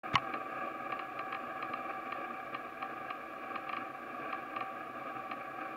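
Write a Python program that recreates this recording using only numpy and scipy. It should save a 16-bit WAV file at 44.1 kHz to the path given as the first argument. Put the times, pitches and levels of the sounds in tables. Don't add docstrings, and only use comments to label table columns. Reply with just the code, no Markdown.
import sys
import numpy as np
from scipy.fft import rfft, irfft, next_fast_len
from scipy.io import wavfile
from scipy.ndimage import uniform_filter1d, map_coordinates

SR = 44100
rng = np.random.default_rng(int(sys.argv[2]) if len(sys.argv) > 2 else 0)


def unload_audio(sound):
    columns = np.transpose(np.atleast_2d(sound))
    steps = np.round(np.clip(columns, -1, 1) * 32767)
    wavfile.write(sys.argv[1], SR, steps.astype(np.int16))


N = 254016


def amp(db):
    return 10 ** (np.asarray(db) / 20)


def wobble(rate_hz):
    knots = rng.standard_normal(int(N * rate_hz / SR) + 4)
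    return map_coordinates(knots, [np.arange(N) * rate_hz / SR])


def slope(points, hz):
    point_hz, db = np.transpose(points)
    return amp(np.interp(np.log(hz + 1), np.log(point_hz + 1), db))


def peaks(modes, hz):
    gains = (amp(db) / (1 + (np.sqrt(2) - 1) * (2 * (hz - centre_hz) / width_hz) ** 2)
             for centre_hz, width_hz, db in modes)
    return np.sqrt(sum(gain ** 2 for gain in gains))


def filtered(x, gain):
    size = 2 * next_fast_len(N)
    magnitude = np.maximum(gain(np.fft.rfftfreq(size, 1 / SR)), 1e-6)
    cepstrum = irfft(np.log(magnitude))
    cepstrum[1:size // 2] *= 2
    cepstrum[size // 2 + 1:] = 0
    return irfft(rfft(x, size) * np.exp(rfft(cepstrum)))[:N]


def noise(gain):
    spectrum = rfft(rng.standard_normal(N)) * gain(np.fft.rfftfreq(N, 1 / SR))
    x = irfft(spectrum, N)
    return x / np.sqrt(np.mean(x ** 2) + 1e-20)


def ring(modes, attack_s):
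    t = np.arange(SR // 4) / SR
    ringing = sum(amp(db - 60 * t / t60_s) * np.sin(2 * np.pi * hz * t) for hz, db, t60_s in modes)
    return ringing * (1 - np.exp(-t / attack_s))


def add(track, start_s, sound):
    part = track[max(round(start_s * SR), 0):][:len(sound)]
    part += sound[:len(part)]


# frequency in Hz, relative density in dB.
HISS_SPECTRUM = [(100, -17), (5500, -2), (8000, -7.5), (9500, -5), (12000, -2), (16000, -3)]


def preamp_hiss(level_db=-72):
    return amp(level_db) * noise(lambda hz: slope(HISS_SPECTRUM, hz))


# frequency in Hz, relative density in dB.
AIR_SPECTRUM = [(15, -19), (55, -2.5), (200, -4.5), (900, -1.5), (2000, 0.5), (4000, -15.5), (8000, -45),
                (16000, -60)]


def night_air(level_db=-59):
    return amp(level_db) * noise(lambda hz: slope(AIR_SPECTRUM, hz))


# centre in Hz, width in Hz, level in dB, end in seconds.
CHORUSES = [(7350, 240, -89.5, 2.45), (7060, 350, -88.5, 6)]


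def insects(waver_db=-0.4, waver_hz=5.2, fade_s=0.2):
    t = np.arange(N) / SR
    out = np.zeros(N)
    for centre_hz, width_hz, db, end_s in CHORUSES:
        singing = np.clip((end_s - t) / fade_s, 0, 1)
        level = amp(db + waver_db * wobble(waver_hz))
        out += singing * level * noise(lambda hz: peaks([(centre_hz, width_hz, 0)], hz))
    return out


# frequency in Hz, relative density in dB.
RUB_SPECTRUM = [(200, -21), (1000, 11), (2200, 13), (4300, -6), (6000, -24), (9000, -37), (14000, -57)]
# frequency in Hz, relative level in dB, T60 in seconds.
MOUNT_MODES = [(100, -19, 0.17), (127, -4.5, 0.14), (164, -0.5, 0.059), (233, 1, 0.029)]
# frequency in Hz, relative level in dB, T60 in seconds.
BUTTON_MODES = [(820, -6.5, 0.085), (1024, 7, 0.038), (1095, 5.5, 0.07), (1305, 5, 0.028),
                (1880, -1, 0.038), (2056, 7, 0.022), (2120, 3.5, .018), (2650, 9.5, 0.014),
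                (2940, 13.5, 0.013), (4360, 8, 0.0069), (5570, 1, 0.0066)]
# frequency in Hz, gain in dB.
CRACK_SPECTRUM = [(500, -11), (3000, 8), (6500, -10.5), (8500, -25.5), (11500, -34), (13000, -49)]


def finger_release(rub_db=-34, thud_db=-25, snap_db=-21, touch_db=-32, crack_db=-21,
                   thud_s=0.1422, snap_s=0.1545, contact_t60_s=0.01, mount_hz=55):
    t = np.arange(N) / SR
    sliding = np.exp(-np.abs(t - 0.1435) / 0.0092) * (t > 0.1325)
    out = amp(rub_db) * sliding * noise(lambda hz: slope(RUB_SPECTRUM, hz))
    add(out, thud_s, -amp(thud_db) * ring(MOUNT_MODES, attack_s=0.0016))
    add(out, snap_s, amp(snap_db) * ring(BUTTON_MODES, attack_s=0.0023))
    contacts = np.zeros(N)
    for start_s, db in [(thud_s, touch_db), (snap_s, crack_db)]:
        add(contacts, start_s, amp(db - 60 * t / contact_t60_s) * rng.standard_normal(N))
    out += filtered(contacts, lambda hz: slope(CRACK_SPECTRUM, hz))
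    return filtered(out, lambda hz: hz ** 2 / (hz ** 2 + mount_hz ** 2))


# centre in Hz, width in Hz, gain in dB.
HOUSING_MODES = [(132.3, 15.3, -13.5), (247, 29.5, -9.5), (320.2, 49.6, -6), (459, 61, -12.5),
                 (557, 54, -7), (665.5, 24.7, -5), (727.7, 18.3, -4), (768.8, 19.1, 1.5),
                 (1158.5, 43.6, -0.5), (1238, 31, -4), (1323, 63, -11.5), (1507, 183, -18),
                 (1613.4, 35, -9), (1666, 15.6, -5), (1773, 10.6, -15), (1877, 28, -21), (2341, 141, -14.5),
                 (2522, 32, -16.5), (2698, 28, -19.5), (2814, 92, -26), (3220, 81, -38.5), (3510, 240, -39),
                 (4400, 420, -48), (4680, 290, -49.5)]


def housing(hz):
    return peaks(HOUSING_MODES, hz)


# start in seconds, relative level in dB.
KNOCKS = [(.379, -31), (.668, -40), (.827, -30), (1.558, -14), (1.597, -48), (1.851, -37), (1.88, -32),
          (1.943, -25), (2.157, -27), (3.076, -34), (4.406, -36), (4.973, -37), (5.397, -31)]


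def servo_knocks(gain_db=10, fast_hz=1190, slow_hz=720, slow_db=-8, peak_s=0.0035):
    t = np.arange(SR // 50) / SR
    swings = np.sin(2 * np.pi * fast_hz * t) + amp(slow_db) * np.sin(2 * np.pi * slow_hz * t)
    push = np.exp(-((t - peak_s) / (peak_s / 2)) ** 2) * swings
    push /= np.abs(push).max()
    shake = np.zeros(N)
    for start_s, db in KNOCKS:
        add(shake, start_s, amp(db) * push)
    return amp(gain_db) * filtered(shake, housing)


# centre in Hz, width in Hz, gain in dB.
BARREL_MODES = [(756, 43, 12), (1063, 21, 8), (1820, 30, 9), (2230, 120, -1.5), (2690, 39, 5.5),
                (2843, 98, 3), (3190, 190, -3.5), (3630, 100, -14), (4107, 102, -7), (4440, 150, -26),
                (4870, 160, -19.5)]
MOVE_STARTS_S = [0.1791, 0.3382, 0.9215, 0.9923, 1.191, 1.3247, 1.3468, 1.6251, 1.7353, 2.1217, 2.5456,
                 2.8249, 3.104, 3.5569, 3.6922, 3.7295, 3.7666, 4.3269, 4.5627, 4.6064, 5.3131]


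def lens_motor(gain_db=-34.5, fast_hz=2400, fast_s=0.00343, slow_hz=1170, slow_s=0.0036, slow_db=4,
               direct_db=-2, cutoff_hz=3800, housing_db=-7, jolt_db=12, barrel_db=27,
               rattle_db=-1, rattle_s=0.003, echo_s=0.018, echo_db=-15):
    t = np.arange(SR // 50) / SR
    braking = t > fast_s
    phase = 2 * np.pi * np.cumsum(np.where(braking, slow_hz, fast_hz)) / SR
    attack = np.clip(t / 0.00014, 0, 1)
    release = np.exp(-np.maximum(t - fast_s - slow_s, 0) / 0.0012)
    steps = attack * release * amp(slow_db * braking) * np.sin(phase)
    jolt = amp(jolt_db) * np.exp(-((t - fast_s) / 0.00024) ** 2)
    rattle_envelope = amp(rattle_db) * t / rattle_s * np.exp(1 - t / rattle_s)
    direct, barrel_drive, housing_drive = np.zeros((3, N))
    for start_s in MOVE_STARTS_S:
        add(direct, start_s, amp(direct_db) * steps)
        add(barrel_drive, start_s, amp([barrel_db]))
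        add(barrel_drive, start_s, rattle_envelope * rng.standard_normal(len(t)))
        add(housing_drive, start_s, amp(housing_db) * steps + jolt)
    ticks = filtered(direct, lambda hz: 1 / (1 + (hz / cutoff_hz) ** 8))
    ticks += filtered(barrel_drive, lambda hz: peaks(BARREL_MODES, hz))
    ticks += filtered(housing_drive, housing)
    add(ticks, echo_s, amp(echo_db) * ticks)
    return amp(gain_db) * ticks


def held_steady(x):
    power = np.abs(uniform_filter1d(x ** 2, size=SR // 20))
    return x / np.sqrt(power + 1e-9)


# time in seconds, drive level in dB.
SERVO_EFFORT = [(0.04, -40.5), (0.24, -42), (0.38, -38), (0.44, -42.5), (0.66, -39.5), (0.73, -40.5),
                (2.29, -41.5), (2.78, -44.5), (2.84, -42), (3.22, -44.5), (3.83, -42.5), (3.89, -45.5),
                (4.33, -42), (4.45, -46.5), (4.63, -40), (4.71, -44.5), (5.1, -42), (5.76, -43.0)]


def stabiliser(hum_db=-4.5, whirr_db=-2.5, split_hz=900, hum_follows=0.85,
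               swell_db=1.08, swell_hz=11, flutter_db=1.35, flutter_hz=80):
    times_s, drive_db = np.transpose(SERVO_EFFORT)
    effort_db = np.interp(np.arange(N) / SR, times_s, drive_db) - drive_db.mean()
    effort_db += swell_db * wobble(swell_hz)
    base_db = drive_db.mean() + flutter_db * wobble(flutter_hz)
    lowpass = lambda hz: 1 / np.sqrt(1 + (hz / split_hz) ** 20)
    highpass = lambda hz: np.sqrt(1 - lowpass(hz) ** 2)
    hum = held_steady(noise(lambda hz: housing(hz) * lowpass(hz)))
    whirr = held_steady(noise(lambda hz: housing(hz) * highpass(hz)))
    hum *= amp(base_db + hum_db + hum_follows * effort_db)
    whirr *= amp(base_db + whirr_db + effort_db)
    return hum + whirr


def scene():
    camera = stabiliser() + lens_motor() + finger_release()
    return (camera + night_air() + preamp_hiss() + insects())[None]


def record(dry, open_s=0.033, fade_s=0.004, top_hz=15750):
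    opened = np.clip((np.arange(N) / SR - open_s) / fade_s, 0, 1)
    size = next_fast_len(N + SR // 2)
    passband = np.fft.rfftfreq(size, 1 / SR) < top_hz
    return irfft(rfft(dry * opened, size) * passband, size)[:, :N]


dry = scene()
out = record(dry)
unload_audio(out)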